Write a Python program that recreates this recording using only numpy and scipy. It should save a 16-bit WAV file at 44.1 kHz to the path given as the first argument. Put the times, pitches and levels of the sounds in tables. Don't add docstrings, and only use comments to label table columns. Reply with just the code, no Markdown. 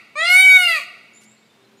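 import sys
import numpy as np
from scipy import signal
from scipy.fft import rfft, irfft
from scipy.io import wavfile
from scipy.ndimage import uniform_filter1d

SR = 44100
rng = np.random.default_rng(int(sys.argv[2]) if len(sys.argv) > 2 else 0)


def generate_wav(signal):
    frames = np.transpose(np.atleast_2d(signal))
    scaled = np.clip(frames, -1, 1) * 32767
    pcm = np.round(scaled).astype(np.int16)
    wavfile.write(sys.argv[1], SR, pcm)


def magnitude_from_level(level_db):
    exponent = np.asarray(level_db, float) / 20
    return 10 ** exponent


N = 79380

# t/s, f/Hz, level/dB, brightness/(dB per octave), roughness/1
CRY = [
    (.135, 548.5, -36.5, -28, 1.1),
    (.2, 635.9, -19, -29, 0.9),
    (0.272, 704.2, -18, -16, 0.4),
    (0.351, 737, -5, 2.5, .3),
    (0.422, 758.2, -11.5, 7.2, 0.5),
    (.55, 749.9, -5.5, 4.5, 0.1),
    (0.629, 720, -16, 1.5, 0.4),
    (.755, 643.6, -18, 6, .6),
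    (0.827, 497.6, -38, -12, 0.9),
]
# f/Hz, width/Hz, level/dB
THROAT = [(720, 790, -16.5), (1158, 163, 4), (1370, 650, -11.5), (1947, 180, 3), (2306.4, 271, 6.88),
          (2580, 114.2, 0), (2794.7, 70, 3), (3224, 200, -6), (3750, 390, -21.5), (4271, 880, -16),
          (6630, 1900, -30), (8860, 1700, -25), (11140, 5300, -35), (13400, 2000, -45.5)]
# t/s, level/dB
ECHOES = [(.0021, -14.5), (.0093, -15.5), (.0167, -17.5), (.0281, -11.5), (.041, -22.5)]
# f/Hz, t60/s
YARD_T60 = [(500, 1), (1300, 0.77), (2100, 0.65), (2800, 0.79), (4500, 0.97), (9000, 0.72), (15000, 0.58)]
# t/s, length/s, start f/Hz, end f/Hz, level/dB
CHIRPS = [(1.12, 0.056, 10250, 10500, -70), (1.133, 0.0099, 6650, 7230, -51.5),
          (1.143, 0.048, 7140, 7175, -55), (1.187, 0.036, 7430, 7240, -69.5),
          (1.369, 0.017, 3900, 4543, -61), (1.447, 0.0209, 4306, 4934, -69.5),
          (1.2, .009, 8150, 9700, -57.5), (1.208, 0.037, 9500, 10000, -70), (1.243, 0.012, 6300, 7300, -64),
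          (1.251, 0.074, 7010, 7710, -55), (1.288, 0.033, 3750, 3730, -61),
          (1.424, 0.0267, 3430, 4033, -63.5), (1.641, 0.024, 4060, 4080, -59.5),
          (1.538, 0.0098, 11200, 10200, -81),
          (1.49, .15, 3560, 3690, -68), (1.765, .035, 3700, 4250, -66), (1.77, .026, 6950, 6900, -64),
           (1.17, .03, 3600, 3900, -68)]
# f/Hz, width/Hz, level/dB
HUM = [(217.7, 8, -64), (125.8, 12, -72.5)]
# f/Hz, level/dB
TOWN = [(30, -57.5), (100, -9.5), (200, -4.5), (400, -6.5), (900, -12), (3000, -15), (6000, -24),
        (15000, -35)]

START_S, END_S, ATTACK_S, RELEASE_S = 0.1538, 0.803, 0.0034, 0.0042
GLIDE_S, PITCH_WOBBLE = 0.045, 0.0005
JITTER_HZ, JITTER_RAD, JITTER_PARTIAL = 70, 0.035, 9
BREATH_DB, BRIGHT_FROM_HZ = -48, 7100
LEVEL_WOBBLE_DB, UPPER_WOBBLE_DB = 1.5, 4
LOWEST_STEADY, STEADY_AT_DB = 0.79, -15.5
BEAM_SHARE, BEAM_FROM_DB = 0.45, -18.5
EARLIER_CRY_S, EARLIER_CRY_DB = 0.94, -3.83
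SLAP_DB, SLAP_FIRST_S, SLAP_LAST_S, SLAP_LOW_HZ = -4, 0.006, 0.08, 3800
YARD_DB, YARD_START_S = -11.5, 0.09
FAR_DB, FAR_T60_S, FAR_CUT_HZ = -28, 1.59, 5200
RUSTLE_S, RUSTLE_LENGTH_S, RUSTLE_DB = 1.2, 0.065, -60
RUSTLE_LOW_HZ, RUSTLE_HIGH_HZ = 3500, 10000
CHIRP_EDGE_S, CHIRP_GRAIN_DB, CHIRP_WET_DB, CHIRP_SLAP_DB = 0.004, 4, 8, -2
CHATTER_DB, CHATTER_LOW_HZ, CHATTER_HIGH_HZ, CHATTER_S = -84, 3400, 4600, 0.03
COO_S, COO_HZ, COO_DB, COO_OCTAVE_DB, COO_SWELL_S = 1.556, 392, -59.5, -16, 0.049
TOWN_DB = -58
MIC_LOW_HZ, TOP = 85, 0.97


def drift(rate, size):
    r = np.exp(-2 * np.pi * rate / SR)
    slow = signal.lfilter([1], [1, -2 * r, r * r], rng.standard_normal(size + SR))[SR:]
    return (slow - slow.mean()) / slow.std()


def at_hz(points, hz):
    table_hz, values = np.transpose(points)
    return np.interp(np.log(hz), np.log(table_hz), values)


def edges(t, start, end, attack, release):
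    ramp = np.minimum((t - start) / attack, (end - t) / release)
    return np.sin(np.pi / 2 * np.clip(ramp, 0, 1)) ** 2


def bandpass(x, low_hz, high_hz):
    return signal.sosfilt(signal.butter(2, [low_hz, high_hz], "band", fs=SR, output="sos"), x)


def throat(hz):
    power = 0
    for top_hz, width, db in THROAT:
        power = power + magnitude_from_level(2 * db) / (1 + (2 * (hz - top_hz) / width) ** 2) ** 2
    return np.sqrt(power)


def cry():
    t = np.arange(SR) / SR
    s, *columns = np.transpose(CRY)
    curves = [uniform_filter1d(np.interp(t, s, c), int(GLIDE_S * SR)) for c in columns]
    pitch, level_db, tilt, rough = curves
    pitch = pitch * (1 + PITCH_WOBBLE * drift(3.08, size=SR))
    k = np.arange(1, 27)[:, None]
    tremble = JITTER_RAD * np.tanh((k / JITTER_PARTIAL) ** 2) * rough * drift(JITTER_HZ, size=SR)
    phase = 2 * np.pi * np.cumsum(pitch) / SR + tremble

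    hz = k * pitch
    octaves_above = np.log2(np.maximum(hz / BRIGHT_FROM_HZ, 1))
    gains = throat(hz) * magnitude_from_level(tilt * octaves_above) * (hz < 0.4 * SR)
    wobble = np.array([drift(8, size=SR) for _ in k])
    gains = gains * magnitude_from_level((LEVEL_WOBBLE_DB + UPPER_WOBBLE_DB * (k > 3)) * wobble)
    gains = gains / np.sqrt(np.sum(gains ** 2, axis=0) / 2)
    gains[0] *= magnitude_from_level(-LOWEST_STEADY * (level_db - STEADY_AT_DB))

    air = irfft(rfft(rng.standard_normal(SR)) * throat(np.arange(SR // 2 + 1)), SR)
    breath = rough * magnitude_from_level(BREATH_DB) * air / air.std()
    voice = np.sum(gains * np.sin(k * phase), axis=0) + breath
    return voice * magnitude_from_level(level_db) * edges(t, START_S, END_S, ATTACK_S, RELEASE_S), level_db


def peacock(room):
    lead = int(EARLIER_CRY_S * SR)
    direct, level_db = cry()
    to_walls = direct * magnitude_from_level(-BEAM_SHARE * np.maximum(level_db - BEAM_FROM_DB, 0))
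    pair = np.array([direct, to_walls])
    both = np.zeros((2, lead + N))
    both[:, :SR] += magnitude_from_level(EARLIER_CRY_DB) * pair
    both[:, lead:lead + SR] += pair
    path = room + slaps()
    for s, db in ECHOES:
        path[int(s * SR)] += magnitude_from_level(db)
    heard = both[0] + signal.fftconvolve(both[1], path)[:lead + N]
    return heard[lead:]


def slaps():
    out = np.zeros(2 * SR)
    when, size = rng.random((12, 2)).T
    delay = SLAP_FIRST_S + (SLAP_LAST_S - SLAP_FIRST_S) * when
    out[(delay * SR).astype(int)] = magnitude_from_level(SLAP_DB - 6.0 * when) * (2 * size - 1)
    high_pass = signal.butter(2, SLAP_LOW_HZ, "high", fs=SR, output="sos")
    return signal.sosfilt(high_pass, out + 1e-18)


def yard():
    t, out = np.arange(2 * SR) / SR, 0
    bands = 200 * 2 ** np.arange(0, 6.6, 0.5)
    white = rng.standard_normal((3, 2 * SR))
    for k, (low, high) in enumerate(zip(bands, bands[1:])):
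        t60 = at_hz(YARD_T60, np.sqrt(low * high))
        out = out + bandpass(white[k % 2], low, high) * magnitude_from_level(-60 * t / t60)
    far = signal.sosfilt(signal.butter(2, FAR_CUT_HZ, fs=SR, output="sos"), white[2])
    far = far * magnitude_from_level(-60 * t / FAR_T60_S)
    build_up = np.clip(t / YARD_START_S, 0, 1)
    return (magnitude_from_level(YARD_DB) * out + magnitude_from_level(FAR_DB) * far) * build_up / np.sqrt(0.055 * SR)


def rustle():
    t = np.arange(N) / SR
    hiss = bandpass(rng.standard_normal(N), RUSTLE_LOW_HZ, RUSTLE_HIGH_HZ)
    envelope = edges(t, RUSTLE_S, RUSTLE_S + RUSTLE_LENGTH_S, 0.018, 0.02)
    return magnitude_from_level(RUSTLE_DB + 3.0 * drift(80, size=N)) * hiss / hiss.std() * envelope


def small_birds(room):
    t, out = np.arange(N) / SR, 0
    flutter = 1 + 0.004 * drift(60, size=N)
    when, pitch, bend, loud = rng.random((40, 4)).T
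    start = CHATTER_LOW_HZ + (CHATTER_HIGH_HZ - CHATTER_LOW_HZ) * pitch
    end = start * (0.95 + 0.15 * bend)
    chatter = zip(when * N / SR, CHATTER_S * (0.5 + bend), start, end, CHATTER_DB + 6 * loud)
    for s, length, start_hz, end_hz, db in CHIRPS + list(chatter):
        glide = np.clip((t - s) / length, 0, 1) ** 0.78
        hz = (start_hz + (end_hz - start_hz) * glide) * flutter
        whistle = np.sin(2 * np.pi * np.cumsum(hz) / SR)
        out = out + magnitude_from_level(db) * edges(t, s, s + length, CHIRP_EDGE_S, CHIRP_EDGE_S) * whistle
    out = out * magnitude_from_level(CHIRP_GRAIN_DB * drift(120, size=N))
    path = magnitude_from_level(CHIRP_WET_DB) * room + magnitude_from_level(CHIRP_SLAP_DB) * slaps()
    return out + signal.fftconvolve(out, path)[:N]


def coo():
    t = np.arange(N) / SR
    phase = 2 * np.pi * np.cumsum(COO_HZ * (1 + 0.0021 * drift(6.8, size=N))) / SR
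    swell = edges(t, COO_S, 3, COO_SWELL_S, 1) * magnitude_from_level(COO_DB + 2.0 * drift(10.7, size=N))
    return swell * (np.sin(phase) + magnitude_from_level(COO_OCTAVE_DB) * np.sin(2 * phase))


def town():
    hz = np.arange(1, N // 2 + 2) * SR / N
    hiss = irfft(rfft(rng.standard_normal(N)) * magnitude_from_level(at_hz(TOWN, hz)), N)
    out = magnitude_from_level(TOWN_DB + 0.8 * drift(3, size=N)) * hiss / hiss.std()
    for top_hz, width, db in HUM:
        resonance = 1 / (1 + (2 * (hz - top_hz) / width) ** 2)
        line = irfft(rfft(rng.standard_normal(N)) * resonance, N)
        out = out + magnitude_from_level(db) * line / line.std()
    return out


def scene():
    room = yard()
    return (peacock(room) + rustle() + small_birds(room) + coo() + town())[None]


def roll_off(x):
    return signal.sosfilt(signal.butter(12, 14960, fs=SR, output="sos"), x)


def record(dry):
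    rounded = dry / (1 + (dry / TOP) ** 8) ** (1 / 8)
    high_pass = signal.butter(2, MIC_LOW_HZ, "high", fs=SR, output="sos")
    mix = signal.sosfilt(high_pass, rounded)
    return roll_off(mix)


dry = scene()
out = record(dry)
generate_wav(out)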